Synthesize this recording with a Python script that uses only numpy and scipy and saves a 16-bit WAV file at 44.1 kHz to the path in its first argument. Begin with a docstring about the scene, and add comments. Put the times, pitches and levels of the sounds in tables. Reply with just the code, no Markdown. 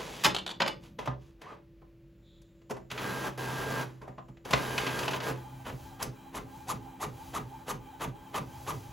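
"""In a small room, close to an inkjet printer. A hand slides out the plastic tray, which knocks against its end
stops, and ratchets up the paper stop. Latches click, and hard blows ring the low modes of the case. The drive
whirs through fast runs, its friction noise coloured by the panels, and a sheet is picked up with a sharp clack.
Then the carriage hums across three times a second, and between passes the rollers jerk the paper on with a gear
chirp. A fan, a mains hum and thin electronic whistles sound faintly underneath."""
import sys
import numpy as np
from scipy import signal
from scipy.fft import rfft, irfft, next_fast_len
from scipy.io import wavfile
from scipy.ndimage import uniform_filter1d

SR = 44100
rng = np.random.default_rng(int(sys.argv[2]) if len(sys.argv) > 2 else 0)


def pcm_store(signal):
    """Save signal as 16-bit PCM."""
    levels = np.round(np.clip(np.atleast_2d(signal), -1, 1) * 32767)
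    wavfile.write(sys.argv[1], SR, levels.astype(np.int16).T)


N = 393372
T = np.arange(N) / SR

# resonances of the plastic panels: centre_hz, width_hz, lift_db
PANEL_RESONANCES = [(159, 23, 3.5), (182, 9.9, 4), (261.6, 19, 3), (423, 43, 4.5), (491, 41, 3),
                    (640, 31, 2.5), (866, 190, 4), (1007, 78, 4), (1034, 27, 2.5), (1190, 55, 4.5),
                    (1516, 60, 1.5), (1740, 53, 0.5), (2000, 80, 1.5), (2562, 125, 3), (3015, 297, 2.5),
                    (3359, 79, 3), (3830, 345, 1.5), (4740, 70, 4.5), (5900, 172, 1.5), (6299, 339, 2.5)]
# fast runs of the drive: full_speed_s, length_s, spin_up_s, gear_db, slide_db, whine_db, drone_db
DRIVE_RUNS = [(3.028, 0.25, 0.19, -37, -51.5, -44.5, -42), (3.377, 0.45, -0.2, -37, -51.5, -44, -39.5),
              (4.582, 0.48, 0.32, -37.5, -48.5, -44.5, -40), (5.121, 0.043, 0.14, -35.5, -51, -51, -39.5),
              (5.236, 0.073, .06, -36, -49.5, -45.5, -42.5)]
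# paper advances: full_speed_s, gear_db, roller_db, paper_db
PAPER_ADVANCES = [(5.682, -50, -39.5, -57), (6.025, -42, -39.5, -52), (6.367, -47, -40.5, -46.5),
                  (6.704, -34, -39.5, -38.5), (7.031, -37.5, -39, -41), (7.363, -35, -38.5, -43.5),
                  (7.702, -40, -37.5, -41), (8.031, -40, -38, -44), (8.369, -38.5, -35, -44.5),
                  (8.695, -36, -40, -43)]
MEAN_GEAR_DB = np.mean([row[1] for row in PAPER_ADVANCES])
SPIN_DOWN_S = 0.047


def amp(db):
    """Decibels to amplitude ratio."""
    return 10 ** (np.asarray(db) / 20)


def rms_one(x):
    """Normalisation to unit rms."""
    return x / np.sqrt(np.mean(x ** 2) + 1e-20)


def at_hz(points, hz):
    """Interpolation on a log-frequency axis."""
    point_hz, value = np.transpose(points)
    return np.interp(np.log(np.maximum(hz, 1)), np.log(point_hz), value)


def drift(per_s):
    """Random modulation of unit spread, interpolated between per_s values a second."""
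    knots = rng.standard_normal(8192)
    return np.interp(T * per_s, np.arange(len(knots)), knots) * np.sqrt(3 / 2)


def swell(s, length_s, attack_s, release_s):
    """Exponential rise to 1 at s, hold and decay; attack and release are times for 20 dB, at least 2 ms."""
    before = np.maximum(s - T, 0) / max(attack_s, .002)
    after = np.maximum(T - s - length_s, 0) / max(release_s, .002)
    return amp(-20 * np.minimum(before + after, 10))


def phase_of(hz):
    """Phase as the integral of frequency."""
    return 2 * np.pi * np.cumsum(hz) / SR


def sine(hz):
    """Frequency-modulated sinusoid of unit rms."""
    return np.sqrt(2) * np.sin(phase_of(hz))


def add(track, s, sound):
    """Superposition of a sound on a track, starting at s."""
    start = max(round(s * SR), 0)
    track[start:start + len(sound)] += sound[:N - start]


def lift_db(resonances, hz):
    """Resonance: a plastic part lifts its excitation in bell-shaped peaks."""
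    return sum(db / (1 + (2 * (hz - centre) / width) ** 2) for centre, width, db in resonances)


def colour(x, spectrum, panels=True):
    """Source and filter: an excitation takes on a spectrum and, optionally, the panel peaks; unit rms."""
    size = next_fast_len(N)
    grid_hz = np.geomspace(10, SR / 2, num=3000)
    shape_db = at_hz(spectrum, grid_hz) + panels * lift_db(PANEL_RESONANCES, grid_hz)
    gain = np.interp(np.fft.rfftfreq(size, 1 / SR), grid_hz, amp(shape_db))
    return rms_one(irfft(rfft(x, size) * gain, size)[:N])


def friction(spectrum, per_s, grit):
    """Friction noise: smooth rubbing plus tiny random impacts, radiated by the panels."""
    impacts = (rng.random(N) < per_s / SR) * rng.uniform(-1.05, 1, N)
    return colour(rng.standard_normal(N) + grit * rms_one(impacts), spectrum)


def causal(x, gain):
    """Minimum-phase filtering: nothing sounds before the blow."""
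    cepstrum = irfft(np.log(gain + 1e-9))
    cepstrum[1:len(x) // 2] *= 2
    cepstrum[len(x) // 2 + 1:] = 0
    return irfft(rfft(x) * np.exp(rfft(cepstrum)))


def struck(modes, t, spread_db):
    """Free vibration: damped modes start in alternate directions, with strengths that vary by blow."""
    return sum((-1) ** k * amp(db + spread_db * rng.normal() - 60 * t / t60) * np.sin(2 * np.pi * hz * t)
               for k, (hz, db, t60) in enumerate(modes))


def background(air_db=-58.5, steady_waver_hz=1.2, fade_s=.04):
    """Line spectra over a noise floor: fan, mains hum, printing hum and electronic whistles above low room
    noise."""
    # steady lines of the fan and of the mains hum: pitch_hz, level_db
    steady_lines = [(188.4, -71.5), (334.3, -62), (576, -76)]
    # a hum while printing, two whistles of the electronics: start_s, length_s, pitch_hz, level_db, waver_hz
    timed_lines = [(5.05, 3.9, 265, -58.5, 4), (0, 1.08, 12656, -78, 2), (2.7, 6.2, 13700, -83, 25)]
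    # spectrum of the room noise: frequency_hz, density_db
    air_spectrum = [(15, -49.5), (30, -12), (46, 6.5), (90, -8), (130, 1.5), (200, -9.5), (300, -16),
                    (420, -19), (560, -16.5), (720, -31), (2500, -32.5), (7000, -46), (9500, -48),
                    (16000, -41)]

    def tone(hz, db, waver_hz):
        """A sinusoid with slight random modulation of pitch and level."""
        return amp(db + 1.5 * drift(12)) * sine(hz + waver_hz * drift(40))

    fan = sum(tone(hz, db, steady_waver_hz) for hz, db in steady_lines)
    tones = sum(swell(s, length, fade_s, fade_s) * tone(*line) for s, length, *line in timed_lines)
    mid, side = (colour(rng.standard_normal(N), air_spectrum, panels=False) for _ in range(2))
    return fan + tones + amp(air_db) * (mid + 0.1 * side * np.array([[1], [-1]]))


def murmurs(release_s=0.25):
    """Band-limited noise: a faint rumble at first, then two soft hisses as the printer wakes."""
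    # noise bands: start_s, length_s, attack_s, centre_hz, width_hz, level_db
    bands = [(0, 1.08, .03, 160, 110, -54), (2.27, .08, .06, 3650, 600, -69),
             (2.3, 2.1, .35, 7100, 800, -84.5)]
    out = 0
    for s, length, attack_s, hz, width, db in bands:
        band = signal.butter(2, [max(hz - width / 2, 20), hz + width / 2], "band", fs=SR, output="sos")
        noise = rms_one(signal.sosfilt(band, rng.standard_normal(N)))
        out += amp(db) * swell(s, length, attack_s, release_s) * noise
    return out


def plastic_slides(scrape_db=-2.5, hiss_db=-1.5, attack_s=0.037, release_s=0.08):
    """Sliding friction of plastic on plastic: the tray comes out; later something shifts softly inside."""
    # sliding movements: start_s, length_s, scrape_db, hiss_db
    slides = [(-.04, 0.042, -39.5, -54), (0.004, 0.28, -45.5, -46.5), (0.839, 0.015, -57, -57),
              (1.214, 0.078, -67, -68.5), (1.435, 0.094, -47.5, -67.5)]
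    # spectra of the low scrape and the bright hiss: frequency_hz, density_db
    scrape_spectrum = [(100, -4.5), (450, 3), (1200, -2.5), (2200, -7.5), (4000, -18), (12000, -40)]
    hiss_spectrum = [(800, -17.5), (2200, -2), (3600, -2.5), (5000, -6.5), (7000, -8), (10000, -11),
                     (16000, -18)]
    scrape, hiss = sum(amp(levels_db)[:, None] * swell(s, length, attack_s, release_s)
                       for s, length, *levels_db in slides)
    return (amp(scrape_db) * scrape * friction(scrape_spectrum, per_s=350, grit=0.35)
            + amp(hiss_db) * hiss * friction(hiss_spectrum, per_s=530, grit=0.71))


def knocks(contacts, resonances, part_db, crack_t60, ring_db, low_cut_hz, hard_rise_s=.0029, size=16384):
    """Impact on dense modes: a short crack and a ring of noise. part_db weights clack, body and tick."""
    # spectra of the clack, hollow body and bright tick of a knock: frequency_hz, density_db
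    clack_spectrum = [(500, -19.5), (1300, 2), (1800, -0.5), (2500, 1.5), (3600, -3), (5000, -9.5),
                      (7000, -16.5), (12000, -39)]
    body_spectrum = [(50, -20.5), (130, -0.5), (300, -3.5), (600, 0.5), (1100, -3.5), (1500, -10),
                     (2200, -15.5), (5000, -45)]
    tick_spectrum = [(2500, -20.5), (5000, 0), (7000, -2.5), (8500, -1), (11500, -4), (14000, -6),
                     (16000, -15)]
    out, t, hz = np.zeros(N), T[:size], np.fft.rfftfreq(size, 1 / SR)
    bass_loss = hz ** 2 / np.sqrt(hz ** 4 + low_cut_hz ** 4) + .001
    parts = np.array([rms_one(bass_loss * amp(at_hz(spectrum, hz) + lift_db(resonances, hz)))
                      for spectrum in (clack_spectrum, body_spectrum, tick_spectrum)])
    for s, clack_db, body_db, tick_db, ring_t60 in contacts:
        slowness = 1 + .7 * np.clip((body_db - clack_db) / 10, 0, 1)   # hollow blows are slower
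        rise_s = hard_rise_s * slowness
        onset = amp(-30 * np.maximum(1 - t / (2 * rise_s), 0))
        since_peak = np.maximum(t - 2 * rise_s, 0)
        crack = amp(-60 * since_peak / (crack_t60 * slowness))
        ring = amp(ring_db - 60 * since_peak / ring_t60)
        weights = amp(np.add([clack_db, body_db, tick_db], part_db))
        gain = np.sqrt(weights ** 2 @ parts ** 2)   # the parts add in power
        add(out, s - rise_s, causal(rng.standard_normal(size) * onset * (crack + ring) / 2, gain))
    return out


def tray_knocks():
    """Impact excitation: the tray hits its end stops and rings at its own resonances."""
    # blows on the end stops: time_s, clack_db, body_db, tick_db, ring_t60_s
    contacts = [(0.2363, -17.5, -38, -31.5, .08), (.2441, -9, -28.5, -23.5, 0.041),
                (.2516, -9.5, -19.5, -32, 0.075), (0.2612, -15, -21, -28.5, 0.068),
                (0.6019, -15.5, -22.5, -47, 0.083), (0.6169, -14, -22.5, -45, .06),
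                (.6605, -22.5, -26, -54, 0.04), (0.6762, -19, -31, -38, 0.063)]
    # resonances of the tray: centre_hz, width_hz, lift_db
    resonances = [(167, 53, 4.5), (535, 52, 4), (870, 50, 7.5), (971, 70, 5.5), (1200, 58, 8.5),
                  (1545, 48, 6), (2000, 71, 1), (3000, 170, 5), (3460, 220, 5), (4139, 110, 7),
                  (4720, 140, 7), (5100, 250, 7.5), (6770, 237, 5)]
    return knocks(contacts, resonances, part_db=(-5, 1, 5), crack_t60=.044, ring_db=-8, low_cut_hz=190)


def case_boom(jolt_db=-40, turn_delay_s=0.036, jolt_cutoff_hz=320, rise_s=0.0028, size=30000):
    """Modal ringing: hard blows and each turn of the carriage excite the low modes of the case."""
    # blows that shake the case: time_s, level_db, cutoff_hz
    thumps = [(.255, -29.5, 498), (.62, -47, 300), (1.076, -24.5, 151), (2.71, -44, 407),
              (2.91, -39.5, 298), (4.085, -39, 330), (4.19, -47.5, 298), (4.29, -39, 198), (4.528, -23, 95),
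              (5.3, -34.5, 170)]
    # low modes of the case: pitch_hz, level_db, t60_s
    case_modes = [(62, -15, 0.63), (120, -14.5, 0.075), (128.5, 0.5, 0.38), (158.2, -8, 0.063),
                  (190.2, -7, 0.2), (251, -6.5, 0.28), (280.2, -10.5, 0.19), (413, -9, 0.54)]
    out, t = np.zeros(N), T[:size]
    jolts = [(s + turn_delay_s, jolt_db + .3 * (gear_db - MEAN_GEAR_DB), jolt_cutoff_hz)
             for s, gear_db, *_ in PAPER_ADVANCES]   # a harder advance jolts more
    for s, db, cutoff_hz in list(thumps) + jolts:
        # a soft contact barely excites the modes above its cutoff
        modes = [(hz, level - 10 * np.log10(1 + (hz / cutoff_hz) ** 4), t60)
                 for hz, level, t60 in case_modes]
        add(out, s, amp(db) * struck(modes, t, spread_db=2) * (1 - np.exp(-t / rise_s)))
    return out


def paper_stop(ring_db=-9.5, snap_db=-8.0, snap_t60=0.051, size=12000):
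    """Ratchet impacts: the flap snaps over its catches, and its modes rise in pitch as it stands up."""
    # ticks over the catches: time_s, level_db, pitch_hz
    ticks = [(.347, -19, 2960), (.364, -20.5, 3130), (.385, -26.5, 3100), (.464, -24.5, 3330),
             (.477, -29, 3400), (.492, -29.5, 3430), (0.503, -29.5, 3450), (0.512, -27.5, 3450)]
    # modes of the flap: pitch_ratio, level_db, t60_s
    flap_modes = [(.28, -13.5, .05), (.45, -16, .04), (.9, -5, .03), (1, -0.5, .035), (1.08, -6, .025),
                  (1.28, -5, .02), (1.4, -6, .015)]
    # spectrum of the snap: frequency_hz, density_db
    snap_spectrum = [(150, -6), (800, 4), (2200, -3), (3000, 0), (3600, 5.5), (4400, 1.5), (5300, -9.5),
                     (7000, -8), (9000, -11), (16000, -28.5)]
    out, t, hz = np.zeros(N), T[:size], np.fft.rfftfreq(size, 1 / SR)
    snap_gain = rms_one(amp(at_hz(snap_spectrum, hz)))
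    for s, db, pitch_hz in ticks:
        snap = causal(rng.standard_normal(size) * amp(-60 * t / snap_t60), snap_gain)
        ring = struck([(ratio * pitch_hz, level, t60) for ratio, level, t60 in flap_modes], t, spread_db=4)
        add(out, s, amp(db) * (amp(ring_db) * ring + amp(snap_db) * snap))
    return out


def latch_knocks():
    """Impact excitation: latches and levers strike and sound through the panel resonances."""
    # blows in the mechanism: time_s, clack_db, body_db, tick_db, ring_t60_s
    contacts = [(0.987, -31.5, -33, -56, 0.35), (1.056, -34.5, -35.5, -55.5, 0.14),
                (1.072, -32, -26, -69, 0.041), (1.4142, -40.5, -45, -59, 0.09),
                (1.8146, -64.5, -54.5, -88, 0.11), (2.4164, -63, -74.5, -65.5, 0.05),
                (2.615, -58, -60.5, -82, .06), (2.6965, -43, -37.5, -53.5, 0.089),
                (2.7059, -35, -28, -46.5, 0.041), (2.7633, -51, -42, -64, 0.14),
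                (2.9016, -32, -52, -58, 0.079), (2.9121, -27.5, -42, -46.5, 0.15),
                (2.9759, -27, -44, -64, 0.72), (4.0135, -52, -41.5, -67.5, 0.44),
                (4.075, -53, -41.5, -68, 0.13), (4.1785, -48.5, -40, -84, .11),
                (4.2812, -57.5, -51, -72, 0.14), (4.369, -49.5, -57, -83, 0.043),
                (4.4498, -36, -38, -51, 0.072), (4.5067, -27, -31, -39.5, 0.11),
                (4.5265, -28, -23, -42, 0.058), (4.5328, -9.5, -16.5, -44, 0.031),
                (4.7777, -18.5, -32, -41, 0.39), (4.864, -21, -30.5, -51, 0.31),
                (4.9884, -26, -54, -40.5, .11), (5.029, -23.5, -55, -59, 0.041),
                (5.108, -28, -47, -46, .06), (5.0782, -20.5, -27, -47, 0.089),
                (5.1322, -23.5, -37, -64, 0.25), (5.2008, -27.5, -41, -58, 0.33),
                (6.0247, -30.5, -37, -30.5, 0.018)]
    return knocks(contacts, PANEL_RESONANCES, part_db=(-5.5, .5, 5),
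                  crack_t60=0.053, ring_db=-6, low_cut_hz=33)


def slow_turn(peak_s=1.505, half_length_s=0.048, level_db=-52, top_hz=1230, sweep_s=0.078):
    """Gear pitch is proportional to speed: the whine climbs and falls in one slow turn of the rollers."""
    speed = .3 + .7 * np.exp(-((T - peak_s) / sweep_s) ** 2)
    level = amp(level_db + 3 * drift(70)) / (1 + ((T - peak_s) / half_length_s) ** 6)
    return level * sine(top_hz * speed * (1 + .03 * drift(500)))


def fast_runs(hiss_db=5.0, rattle_hz=69, brake_db=1.5, brake_s=0.062, coast_db=-11, coast_s=0.18):
    """Friction follows motion: gears rattle and the rail hisses as the drive spins up, brakes and coasts."""
    # moments when the gears catch, one for each run: time_s
    catches = [2.91, 3.31, 4.455, 5.05, 5.2]
    # spectra of the gears and of the carriage sliding on its rail: frequency_hz, density_db
    gear_spectrum = [(40, -10), (90, -4), (180, .5), (400, 2), (700, -2), (1100, -3), (1600, -3.5),
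                     (2200, -10.5), (3500, -16), (8000, -21)]
    rail_spectrum = [(600, 0), (1800, 5), (3200, 5), (4300, 1), (6500, -3), (8500, -3), (11500, -0.5),
                     (14000, -13), (16000, -36)]
    gears, hiss = 0, 0
    for catch_s, (s, length, spin_up_s, gear_db, slide_db, _, _) in zip(catches, DRIVE_RUNS):
        engaged = swell(catch_s, N / SR, .01, 1)
        # braking loads the gears just before a long run stops
        load_db = brake_db * np.exp(-((T - s - length + brake_s / 2) / brake_s) ** 2)
        load_db *= length > 2 * brake_s
        coast = amp(coast_db) * swell(s, length, spin_up_s / 2, coast_s)
        spinning = np.maximum(swell(s, length, spin_up_s, SPIN_DOWN_S), coast)
        sliding = np.maximum(swell(s, length, .57 * spin_up_s, release_s=.043), coast)
        gears = np.maximum(gears, engaged * amp(gear_db + load_db) * spinning)
        hiss = np.maximum(hiss, engaged * amp(slide_db + load_db) * sliding)
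    rattle_db = 1.1 * np.sin(phase_of(rattle_hz * (1 + .1 * drift(30)))) + .9 * drift(45)
    return (amp(rattle_db) * gears * friction(gear_spectrum, per_s=500, grit=0.69)
            + amp(hiss_db) * hiss * friction(rail_spectrum, per_s=670, grit=0.41))


def motor_tones(drone_db=-3.0, whine_db=-0.5, drone_hz=129.0, whine_hz=1609, drone_lag_s=0.035):
    """Forced vibration: at full speed the motor holds one pitch; the case drones at its strongest mode."""
    drone, whine = 0, 0
    for s, length, *_, motor_db, case_db in DRIVE_RUNS:
        full_speed = swell(s + .014, length - .014, attack_s=.028, release_s=.014)
        shaking = swell(s + drone_lag_s, length, attack_s=.25, release_s=.3)   # slow to start and stop
        whine = np.maximum(whine, amp(motor_db) * full_speed)
        drone = np.maximum(drone, amp(case_db) * shaking)
    drone *= sine(drone_hz * (1 + 0.01793 * drift(24.94)))
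    whine *= sine(whine_hz * (1 + 0.0018 * drift(130)))
    return amp(drone_db + 1.9 * drift(25)) * drone + amp(whine_db + 2.0 * drift(60)) * whine


def carriage_passes(start_s=5.38, motor_hz=845, buzz_hz=797, hunt_hz=14, turn_delay_s=0.0324,
                    whine_db=-54.5, buzz_db=-66, hiss_db=-56.5, rumble_db=-58):
    """Speed hunting modulates the motor's pitch and level over a steadier buzz; both sag at the turns."""
    # overtones of the carriage drive: harmonic_number, level_db
    overtones = [(2, 8), (3, 4.5), (4, 6), (5, 2.5), (6, -16), (7, -16)]
    # spectra of the hiss and rumble of the carriage: frequency_hz, density_db
    hiss_spectrum = [(200, 10.5), (500, 0), (1000, 5), (2000, -3), (3200, -6), (5000, -15), (8000, -8),
                     (12000, -12), (16000, -5)]
    rumble_spectrum = [(30, -21), (55, 0), (90, 4.5), (130, 12.5), (200, -21), (400, -17), (600, -11),
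                       (1500, -20)]
    turns_s = np.array([row[0] for row in PAPER_ADVANCES]) + turn_delay_s
    reversing = np.clip(sum(np.exp(-((T - s) / 0.077) ** 4) for s in turns_s), 0, 1)
    speed = 1 - .03 * sum(np.exp(-((T - s) / 0.11) ** 2) for s in turns_s)
    since_turn = T - np.r_[start_s, turns_s][np.searchsorted(turns_s, T)]
    hunt_phase = 2 * np.pi * hunt_hz * since_turn + .8 * drift(10)   # restarts at each turn
    hunting = .032 * np.sin(hunt_phase) + .036 * drift(250)   # slow swing and fast jitter
    throb = 1 + .6 * np.cos(hunt_phase)
    warble = throb * sine(motor_hz * speed * (1 + hunting))
    buzz_phase = phase_of(buzz_hz * speed * (1 + .016 * drift(150) + .005 * drift(5)))
    buzz = rms_one(sum(amp(db + 3 * drift(30)) * np.sin(round(k) * buzz_phase) for k, db in overtones))
    tones = (1 - reversing) * (amp(whine_db + 2.5 * drift(18)) * warble + amp(buzz_db) * buzz)
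    hiss = amp(hiss_db - 8.4 * reversing) * friction(hiss_spectrum, per_s=990, grit=0.62)
    rumble = amp(rumble_db + 8.1 * drift(7)) * colour(rng.standard_normal(N), rumble_spectrum)
    return (tones + hiss + rumble) * swell(start_s, N / SR, .035, SPIN_DOWN_S)


def paper_feed(top_hz=1230, sweep_s=0.015, whine_s=0.02, grip_s=0.025, stroke_s=0.017,
               scrape_db=-1.0, coast_db=-43.0, coast_delay_s=0.025, coast_s=0.048):
    """Gear pitch follows roller speed: a chirp in a puff of paper friction, then a grumble to rest."""
    # spectra of the rollers, the paper and the coasting gears: frequency_hz, density_db
    roller_spectrum = [(100, -3), (400, 7.5), (750, 9), (1200, 8.5), (2000, 3.5), (3500, -1), (5000, -10.5),
                       (8000, -12.5)]
    paper_spectrum = [(2000, -35), (3800, -4), (5000, -9), (6500, -2), (8500, -3.5), (11500, -2.5),
                      (14000, -17), (16000, -49)]
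    coast_spectrum = [(50, -0.5), (150, -1.5), (300, -3), (500, -8.5), (800, -16), (2000, -21.5),
                      (6000, -34)]
    whine, scrape, hiss, coast, speed = np.zeros((5, N))
    for s, gear_db, roller_db, paper_db in PAPER_ADVANCES:
        near = abs(T - s) < .15
        t = T[near] - s
        speed[near] = .6 + .4 * np.exp(-((t - .003) / sweep_s) ** 2)
        whine[near] = amp(gear_db) * np.exp(-(t / whine_s) ** 2)
        scrape[near] = amp(roller_db) / (1 + ((t + .00059) / grip_s) ** 6)
        hiss[near] = amp(paper_db) / (1 + (t / stroke_s) ** 4)
        coast[near] = np.exp(-((t - coast_delay_s) / coast_s) ** 2)
    whine *= sine(top_hz * speed * (1 + 0.0298 * drift(600)))
    scrape *= amp(scrape_db + 1.8 * drift(180)) * friction(roller_spectrum, per_s=1100, grit=0.83)
    hiss *= friction(paper_spectrum, per_s=310, grit=0.56)
    coast *= amp(coast_db) * friction(coast_spectrum, per_s=200, grit=0.38)
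    return whine + scrape + hiss + coast


def braking_groan(groan_db=-42, start_hz=420, end_hz=112, fall_s=0.024, delay_s=0.067):
    """Deceleration: the feed motor glides down in pitch after each advance, louder after a harder one."""
    out = np.zeros(N)
    for s, gear_db, *_ in PAPER_ADVANCES:
        near = (T > s - .05) & (T < s + .3)
        hz = end_hz + (start_hz - end_hz) * np.exp(-np.maximum(T[near] - s, 0) / fall_s)
        envelope = swell(s + delay_s, length_s=.0059, attack_s=.066, release_s=.067)[near]
        level = amp(groan_db + .3 * (gear_db - MEAN_GEAR_DB))
        out[near] += level * envelope * np.sqrt(2) * np.sin(phase_of(hz) + 2 * np.pi * rng.random())
    return out * amp(2.0 * drift(70))


def evened(response, share=.7, fine_hz=30, broad_hz=450):
    """Spectral smoothing: chance peaks and dips shrink, so the room adds little pitch of its own."""
    power = np.mean(abs(rfft(response)) ** 2, axis=0)
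    fine, broad = (uniform_filter1d(power, max(int(width * response.shape[1] / SR), 1))
                   for width in (fine_hz, broad_hz))
    return np.array([causal(channel, (broad / fine) ** (share / 2)) for channel in response])


def room(x, wet_db, gap_s=0.0041, absorb_db_per_octave=3.5, size=26000):
    """Diffuse reverberation: reflections die faster in the treble; the ears differ in the middle range."""
    # likeness of the reverberation at the two ears: frequency_hz, coherence (0 to 1)
    ear_coherence = [(60, 1), (150, 0.6), (300, 0.4), (700, 0), (1400, 0), (2200, .88), (3200, 1),
                     (6000, 1), (16000, 1)]
    # decay of the room: frequency_hz, t60_s
    decay_times = [(100, 0.22), (300, 0.55), (800, 0.2), (2000, 0.22), (5000, 0.24), (15000, 0.079)]
    t, hz = T[:size], np.fft.rfftfreq(size, 1 / SR)
    noise, tail = rfft(rng.standard_normal((2, size))), 0
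    edges_hz = [0, *np.geomspace(120, SR / 2, num=14)]
    for low, high in zip(edges_hz, edges_hz[1:]):
        centre_hz = (low + high) / 2
        mid, side = irfft(noise * ((hz >= low) & (hz < high)))
        alike = np.clip(at_hz(ear_coherence, centre_hz), 0, 1)
        ears = np.sqrt((1 + alike) / 2) * mid + np.sqrt((1 - alike) / 2) * side * np.array([[1], [-1]])
        decay = amp(-60 * t / at_hz(decay_times, centre_hz)) * (t > gap_s)
        treble_octaves = np.clip(np.log2(centre_hz / 1000), 0, 2)
        reflected = amp(-absorb_db_per_octave * treble_octaves)   # soft surfaces swallow treble
        tail += reflected * decay / np.linalg.norm(decay) * ears
    response = evened((t == 0) + amp(wet_db) * tail)
    return signal.fftconvolve(x[None], response, axes=1)[:, :N]


def scene():
    """Superposition of direct and reverberant sound; the case's boom and tones sit a little to the right."""
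    tray = tray_knocks() + paper_stop()
    latches = latch_knocks()
    works = fast_runs() + carriage_passes() + plastic_slides() + slow_turn()
    case = (case_boom() + motor_tones() + braking_groan()) * amp([[-1.5], [1.0]])
    impacts = room(tray, wet_db=-0.5) + room(latches, wet_db=-0.5)
    motion = room(paper_feed(), wet_db=-3.0) + amp(-1.0) * room(works, wet_db=-2.0)
    return impacts + motion + case + murmurs() + background()


def record(dry, split_hz=6830, lag_s=0.00023, low_cut_hz=36, high_cut_hz=15900):
    """Group delay parts the two microphone channels in the high treble; deep bass and the top are cut."""
    size = next_fast_len(N + SR // 10)
    hz = np.fft.rfftfreq(size, 1 / SR)
    phase_slip = np.pi * lag_s * np.maximum(hz - split_hz, 0) * np.array([[-1], [1]])
    high_passed = signal.sosfilt(signal.butter(4, low_cut_hz, "high", fs=SR, output="sos"), dry)
    low_pass = 1 / np.sqrt(1 + (hz / high_cut_hz) ** 200)
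    return irfft(rfft(high_passed, size) * np.exp(1j * phase_slip) * low_pass, size)[:, :N]


dry = scene()
out = record(dry)
pcm_store(out)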